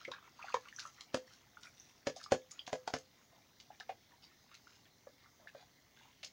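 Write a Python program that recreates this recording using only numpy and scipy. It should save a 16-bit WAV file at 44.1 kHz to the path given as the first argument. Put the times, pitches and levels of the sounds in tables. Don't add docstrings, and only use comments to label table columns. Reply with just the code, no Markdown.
import sys
import numpy as np
from scipy import signal
from scipy.fft import rfft, irfft
from scipy.io import wavfile
from scipy.ndimage import map_coordinates

SR = 44100
rng = np.random.default_rng(int(sys.argv[2]) if len(sys.argv) > 2 else 0)


def put_to_file(sound):
    columns = np.atleast_2d(sound).T
    safe = np.clip(columns, -1, 1)
    whole_steps = np.round(safe * 32767)
    wavfile.write(sys.argv[1], SR, whole_steps.astype(np.int16))


N = 278712


def amp(db):
    return 10 ** (np.asarray(db) / 20)


def unit(x):
    return x / np.sqrt(np.mean(x ** 2) + 1e-20)


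def unit_over(x, length_s):
    return x / np.sqrt(np.sum(x ** 2) / (length_s * SR))


def read(points, hz):
    point_hz, value = np.transpose(points)
    return np.interp(np.log(hz + 1), np.log(point_hz + 1), value)


def add(mix, start_s, sound):
    part = mix[max(round(start_s * SR), 0):][:len(sound)]
    part += sound[:len(part)]


def colour(x, gain_db, size=4096):
    hz = abs(np.fft.fftfreq(size, 1 / SR))
    log_gain = np.log(amp(gain_db(hz)))
    taps = np.fft.ifft(np.exp(np.conj(signal.hilbert(log_gain)))).real
    return signal.fftconvolve(x, taps[:size // 2])[:len(x)]


def cavity(x, hz, steep_db, skirt_db, ripple_db, low_hz=450):
    ripple = np.column_stack([np.geomspace(400, 12000, 48), rng.uniform(-1, 1, 48)])

    def gain_db(f):
        octaves = np.log2((f + 1) / hz)
        hump_db = -skirt_db * np.tanh(steep_db * octaves ** 2 / skirt_db)
        low_cut_db = -20 * np.log10(1 + (low_hz / (f + 20)) ** 2)
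        return hump_db + ripple_db * read(ripple, f) + low_cut_db
    return colour(x, gain_db)


def snaps(t, per_s, wet=0.027):
    chance, size, sign = rng.random((3, len(t)))
    impulses = (chance < per_s / SR) * (.3 - np.log(size)) * np.sign(sign - .5)
    return impulses + wet * rng.standard_normal(len(t))


def bubble(hz, cycles, glide=.08, swell=.2):
    age = np.arange(int(2 * cycles * SR / hz) + 2) * hz / SR / cycles
    envelope = (1 - np.exp(-(age / swell) ** 2)) * np.exp(-2 * age * np.sqrt(age))
    turns = cycles * age * (1 + glide * (age - 1) / 2)
    return envelope / envelope.max() * np.sin(2 * np.pi * turns)


def plop(db, hz, wet_db=-13, wet_s=0.0045, cycles_1khz=6.9, cycles_power=0.4):
    t = np.arange(SR // 25) / SR
    burst = snaps(t, per_s=4800) * np.exp(-(t / wet_s - 1) ** 2)
    spatter = cavity(burst, hz, steep_db=5.5, skirt_db=42, ripple_db=22)
    out = amp(wet_db) * spatter / abs(spatter).max()
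    cycles = max(cycles_1khz * (hz / 1000) ** cycles_power, 3)
    add(out, wet_s / 2, bubble(hz, cycles))
    return wet_s / 2, amp(db) * out


def tear(db, hz, length_s):
    t = np.arange(SR // 10) / SR
    run = snaps(t, per_s=2400) * np.exp(-(t / length_s) ** 4)
    run = cavity(run, hz, steep_db=11.5, skirt_db=16.5, ripple_db=3.5)
    return amp(db) * unit_over(run, length_s)


# [dB per Hz, relative]
HUSH_SPECTRUM = [(20, -19.5), (60, -3), (125, 2.5), (180, -3), (240, -0.5), (400, -7), (1700, -16.5),
                 (2050, -10.5), (2400, -23.5), (6200, -16), (8000, -25.5), (13800, -27), (15000, -15),
                 (16000, -15)]


def hush(level_db):
    hz = np.fft.rfftfreq(N, 1 / SR)
    spectrum = rfft(rng.standard_normal(N)) * amp(read(HUSH_SPECTRUM, hz))
    return amp(level_db) * unit(irfft(spectrum, N))


# [dB per Hz, relative]
SWISH_SPECTRUM = [(250, -12), (700, -1.5), (1300, -18.5), (2050, 6), (2500, -6.5), (3400, 0.5), (6200, 0),
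                  (8000, -15), (16000, -25.5)]


def swish(level_db=-72, patch_db=5.0, patch_hz=450, patch_s=.09):
    hz, t, z = signal.stft(rng.standard_normal(N), SR, nperseg=512)
    knots = rng.standard_normal((200, 400))
    grid = np.meshgrid(hz / patch_hz, t / patch_s, indexing="ij")
    patches = map_coordinates(knots, grid, order=1, mode="mirror")
    z *= amp(read(SWISH_SPECTRUM, hz)[:, None] + patch_db * patches)
    return amp(level_db) * unit(signal.istft(z, SR, nperseg=512)[1][:N])


def froth(low_hz=650, high_hz=7000, per_s=900, cycles=6, spread_db=5.5, level_db=-72, fade_db=6, count=40):
    out = np.zeros(N)
    for hz in np.geomspace(low_hz, high_hz, count):
        size = amp(spread_db * np.minimum(rng.exponential(1, N), 3))
        pops = size * (rng.random(N) < per_s / SR / count)
        out += signal.oaconvolve(pops, np.sqrt(hz) * bubble(hz, cycles))[:N]
    return unit(out) * amp(level_db + fade_db * np.linspace(.5, -.5, N))


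# middle_s [s], slosh_db [dB before trim],
# bubble_hz [Hz], half_s [half length, s], film_db [dB before trim]
WHISK_STROKES = [(.02, -56.5, 1560, 0.019, -58), (0.148, -53.5, 1400, 0.038, -73.5),
                 (0.255, -57.5, 1337, 0.031, -73), (.46, -51.5, 1225, 0.073, -57.5),
                 (.655, -54, 1360, 0.033, -63.5), (.83, -55, 1357, 0.062, -56.5),
                 (1.001, -62, 1243, 0.045, -64), (1.317, -65, 1540, 0.04, -61),
                 (1.649, -55, 1400, 0.028, -57), (1.842, -92, 1610, 0.068, -62),
                 (2.208, -55.5, 1600, 0.018, -57), (2.554, -65.5, 1426, 0.046, -68),
                 (3.183, -67.5, 1050, 0.031, -86), (3.343, -67.5, 684, 0.045, -80),
                 (3.732, -64.5, 1784, .02, -78), (4.115, -63.5, 985, 0.026, -75),
                 (4.243, -69, 1010, 0.016, -55.5), (4.531, -62.5, 1386, 0.028, -63),
                 (4.717, -70.5, 1600, 0.057, -64.5), (4.863, -64, 1800, 0.014, -75.5),
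                 (5.242, -63, 1136, 0.023, -71), (5.425, -63, 605, 0.036, -74),
                 (5.601, -63, 778, 0.033, -62), (6.042, -66.5, 970, 0.072, -63)]


def strays(count=12, per_s=50, over_slosh_db=8.5, spread_db=4, pitch_ratio=1.244, spread_octaves=0.78):
    out = np.zeros(N)
    for middle_s, slosh_db, bubble_hz, half_s, _ in WHISK_STROKES:
        for k in range(count):
            place, size, pitch = rng.uniform(-1, 1, 3)
            hz = bubble_hz * pitch_ratio * 2 ** (spread_octaves * pitch)
            lead_s, sound = plop(slosh_db + over_slosh_db + spread_db * size, hz)
            share = np.clip(2 * half_s * per_s - k, 0, 1)
            add(out, middle_s + half_s * place - lead_s, share * sound)
    return out


def films(trim_db=-1, scatter=0.19, early_hz=4900, late_hz=3200, stretch=1.5, clump_s=0.0079, clump_db=3.5):
    out, t = np.zeros(N), np.arange(-SR // 5, SR // 5) / SR
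    for middle_s, _, _, half_s, film_db in WHISK_STROKES:
        length_s = half_s * stretch
        centre_hz = early_hz + (late_hz - early_hz) * middle_s * SR / N
        hz = centre_hz * np.exp(scatter * rng.normal())
        drift = np.interp((t - t[0]) / clump_s, np.arange(400), rng.uniform(-2, 2, 400))
        peel = snaps(t, per_s=1000) * amp(clump_db * drift) * np.exp(-(t / length_s) ** 2)
        peel = cavity(peel, hz, steep_db=8.5, skirt_db=18.5, ripple_db=10.5)
        peel = amp(film_db + trim_db) * unit_over(peel, length_s)
        add(out, middle_s + t[0], peel[middle_s + t >= 0])
    return out


def sloshes(trim_db=-2.0, gulp_db=0, gulp_cycles=22):
    out, t = np.zeros(N), np.arange(-SR // 5, SR // 5) / SR
    for middle_s, slosh_db, bubble_hz, half_s, _ in WHISK_STROKES:
        drive = snaps(t, per_s=1400) * np.exp(-(t / half_s) ** 2)
        gulp = signal.fftconvolve(drive, bubble(bubble_hz, gulp_cycles))[:len(t)]
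        crowd = cavity(drive, bubble_hz, steep_db=6.5, skirt_db=35.5, ripple_db=6.0)
        slosh = unit(crowd) + amp(gulp_db) * unit(gulp)
        slosh = amp(slosh_db + trim_db) * unit_over(slosh, half_s)
        add(out, middle_s + t[0], slosh[middle_s + t >= 0])
    return out


# start_s [s], level_db [dB before trim], centre_hz [Hz], length_s [s]
FILM_SMACKS = [(0.048, -48.5, 2740, 0.008), (0.114, -45.5, 3280, 0.0063), (0.789, -47, 4100, 0.0036),
               (0.795, -39.5, 4330, 0.0099), (1.008, -42, 4000, 0.0051), (1.631, -47, 4300, 0.0053),
               (2.162, -50, 5200, 0.024), (2.229, -48.5, 5160, 0.018), (2.509, -46.5, 6870, 0.0092),
               (2.664, -48, 3800, 0.016), (2.985, -49, 6600, 0.0062), (3.601, -51.5, 3600, 0.011),
               (3.799, -47, 3700, 0.0089), (3.891, -50.5, 2170, 0.017), (4.542, -53, 3870, 0.015),
               (5.478, -57, 2310, 0.019), (6.23, -44, 2800, 0.015), (6.245, -41, 5140, 0.0092)]


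def smacks(trim_db=-1):
    out = np.zeros(N)
    for start_s, level_db, centre_hz, length_s in FILM_SMACKS:
        add(out, start_s, tear(level_db + trim_db, centre_hz, length_s))
    return out


# start_s [s], level_db [dB], pitch_hz [Hz]
LOUD_PLOPS = [(.0509, -31.5, 2140), (.0815, -34.5, 526), (.1158, -35, 1060), (.118, -33, 3740),
              (.1368, -36.5, 1620), (.4265, -36.5, 2510), (.4423, -37.5, 770), (0.483, -35, 1440),
              (.5428, -17, 1006), (.7258, -41.5, 1780), (.7628, -36, 6000), (.786, -35, 1570),
              (.8523, -35, 1250), (1.5705, -39.5, 1400), (1.7989, -40.5, 6050), (2.1639, -39.5, 700),
              (2.24, -37.5, 5200), (2.2614, -39, 1222), (2.517, -33, 6940), (2.5925, -30.5, 3214),
              (2.8774, -34.5, 875), (3.7033, -41, 777), (3.8067, -36, 1700), (3.8934, -27.5, 732),
              (4.6704, -46, 1400), (5.4724, -38, 1720)]


def plops():
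    out = np.zeros(N)
    for start_s, level_db, pitch_hz in LOUD_PLOPS:
        lead_s, sound = plop(level_db, pitch_hz)
        add(out, start_s - lead_s, sound)
    return out


# [contact tick, relative dB]
WALL_KNOCKS = [(0.079, -43, 321, 12, 1), (.5420, -25.5, 458, -7, 3.5), (1.144, -22.5, 498, 7.5, 8),
               (2.0700, -20.5, 518, 7.5, 3.5), (2.3204, -12.5, 513, 6, 1.5), (2.677, -34, 685, -31, 6.5),
               (2.7294, -23.5, 592, 6, 3), (2.8760, -28, 680, -36, 7.5), (2.9378, -25.5, 640, 11, 8.5),
               (3.8010, -44, 720, -22.5, -10), (3.8935, -35.5, 511, -9, -33), (5.0699, -40, 500, -19, -25),
               (5.549, -38.5, 545, -6.5, -20.5), (6.2330, -48, 587, -9, -9)]
# mode_hz [Hz, before scatter], level_db [relative dB], t60_s [s]
BOWL_MODES = [(97, -23, 0.066), (153, -25, 0.089), (265, -18, 0.097), (311, -14, 0.044), (378, -8, .04),
              (442.3, -9.5, 0.071), (507.4, -14.5, 0.24), (600, -33, 0.042), (741, -14, 0.047),
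              (948, -11, 0.025), (1143, -11.5, 0.033), (1676, -20, 0.13), (1920, -13, 0.025),
              (2786, -29, 0.011), (2990, -30, .025)]
# freq_hz [Hz], gain_db [dB]
TICK_RESPONSE = [(100, -7.5), (380, 5), (900, 4.5), (1700, 3), (2300, -0.5), (3200, 1.5), (4000, -3.5),
                 (5200, -2.5), (6700, -1.5), (11000, -14), (16000, -15.5)]


def tick_colour(x):
    return colour(x, lambda f: read(TICK_RESPONSE, f))


def bowl_ring(t, thump_db, strike_db=2.5):
    out = np.zeros(len(t))
    for mode_hz, level_db, t60_s in BOWL_MODES:
        low_db = thump_db * np.clip((600 - mode_hz) / 450, 0, 1)
        gain = amp(level_db + low_db + strike_db * rng.uniform(-2.1, 1))
        hz = mode_hz * rng.normal(1, 0.02)
        out += gain * amp(-60 * t / t60_s) * np.sin(2 * np.pi * hz * t)
    return out


def knocks(wall_cycles=4, wall_db=1, sag=0.22, push_s=0.00074, push_db=-15, ring_db=-1, tick_db=-7, tick_s=0.0011,
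           chatter_db=-12, chatter_s=0.014, graze_db=-20, graze_s=0.0054):
    out, t = np.zeros(N), np.arange(SR // 4) / SR
    for start_s, level_db, wall_hz, thump_db, hard_db in WALL_KNOCKS:
        bend = sag * wall_cycles / 2 * (1 - np.exp(-2 * t * wall_hz / wall_cycles))
        wall = np.sin(2 * np.pi * (wall_hz * t + bend)) * np.exp(-(t * wall_hz / wall_cycles) ** 2)
        push = (1 - t / push_s / 2) * t / push_s * np.exp(1 - t / push_s)
        body = amp(wall_db) * wall + amp(ring_db) * bowl_ring(t, thump_db)
        body = body * (1 - np.exp(-t / tick_s)) + amp(push_db + thump_db) * push
        tick = rng.choice([-1., 1.], len(t)) * t / tick_s * np.exp(1 - t / tick_s)
        chatter = amp(chatter_db) * unit(snaps(t, per_s=1200)) * np.exp(-t / chatter_s)
        contact = amp(tick_db + hard_db) * tick_colour(tick + chatter)
        add(out, start_s, amp(level_db) * (body + contact))
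        graze = tick_colour(snaps(t, per_s=20000) * np.exp(-t / graze_s))[:SR // 40]
        add(out, start_s - len(graze) / SR, amp(level_db + graze_db) * graze[::-1])
    return out


# delay_s [mean, s], gain [linear]
SURFACE_ECHOES = [(.0021, 0.055), (.0072, 0.25), (0.0091, 0.12), (0.0188, 0.14), (0.026, 0.21)]
# freq_hz [Hz], t60_s [s]
KITCHEN_DECAY = [(100, .16), (500, 0.17), (1300, 0.11), (3000, 0.15), (6500, 0.19), (12000, 0.091)]


def kitchen(x, wet_db=-7.5, build_s=0.0029, thin_hz=1300, sway=0.0507, turn_hz=0.98, count=3):
    t, now = np.arange(SR // 2) / SR, np.arange(N) / SR
    out = x.copy()
    for delay_s, gain in SURFACE_ECHOES:
        path_s = delay_s * (1 + sway * np.sin(2 * np.pi * (turn_hz * now + rng.random())))
        out += gain * np.interp(now - path_s, now, x, left=0)
    for k in range(count):
        sparse = rng.choice([-1., 1.], len(t)) * (rng.random(len(t)) < .15)
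        taps = sparse * (1 - np.exp(-(t / build_s) ** 2))
        hz, age, z = signal.stft(taps, SR, nperseg=256)
        z *= np.sqrt(hz / (hz + thin_hz))[:, None]
        z *= amp(-60 * age / read(KITCHEN_DECAY, hz)[:, None])
        tail = signal.istft(z, SR, nperseg=256)[1]
        share = np.sqrt(2 / count) * np.cos(np.pi * (turn_hz * now + k / count))
        out += amp(wet_db) * signal.fftconvolve(x * share, tail / np.linalg.norm(tail))[:N]
    return out


# freq_hz [Hz], gain_db [dB]
MIC_RESPONSE = [(25, -32), (70, -5.5), (6600, -3), (7400, -11.5), (8400, -16.5), (11000, -16), (12500, -29),
                (16000, -17)]


def microphone(x):
    return colour(x, lambda f: read(MIC_RESPONSE, f))


def scene():
    mixture = froth() + swish() + strays() + films() + sloshes()
    room = kitchen(mixture + smacks() + plops() + knocks())
    return (microphone(room) + hush(level_db=-69.5))[None]


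def record(dry, edge_hz=15900):
    taps = signal.firwin(511, edge_hz, window=("kaiser", 9), fs=SR)
    return signal.oaconvolve(dry, taps[None], "same")


dry = scene()
out = record(dry)
put_to_file(out)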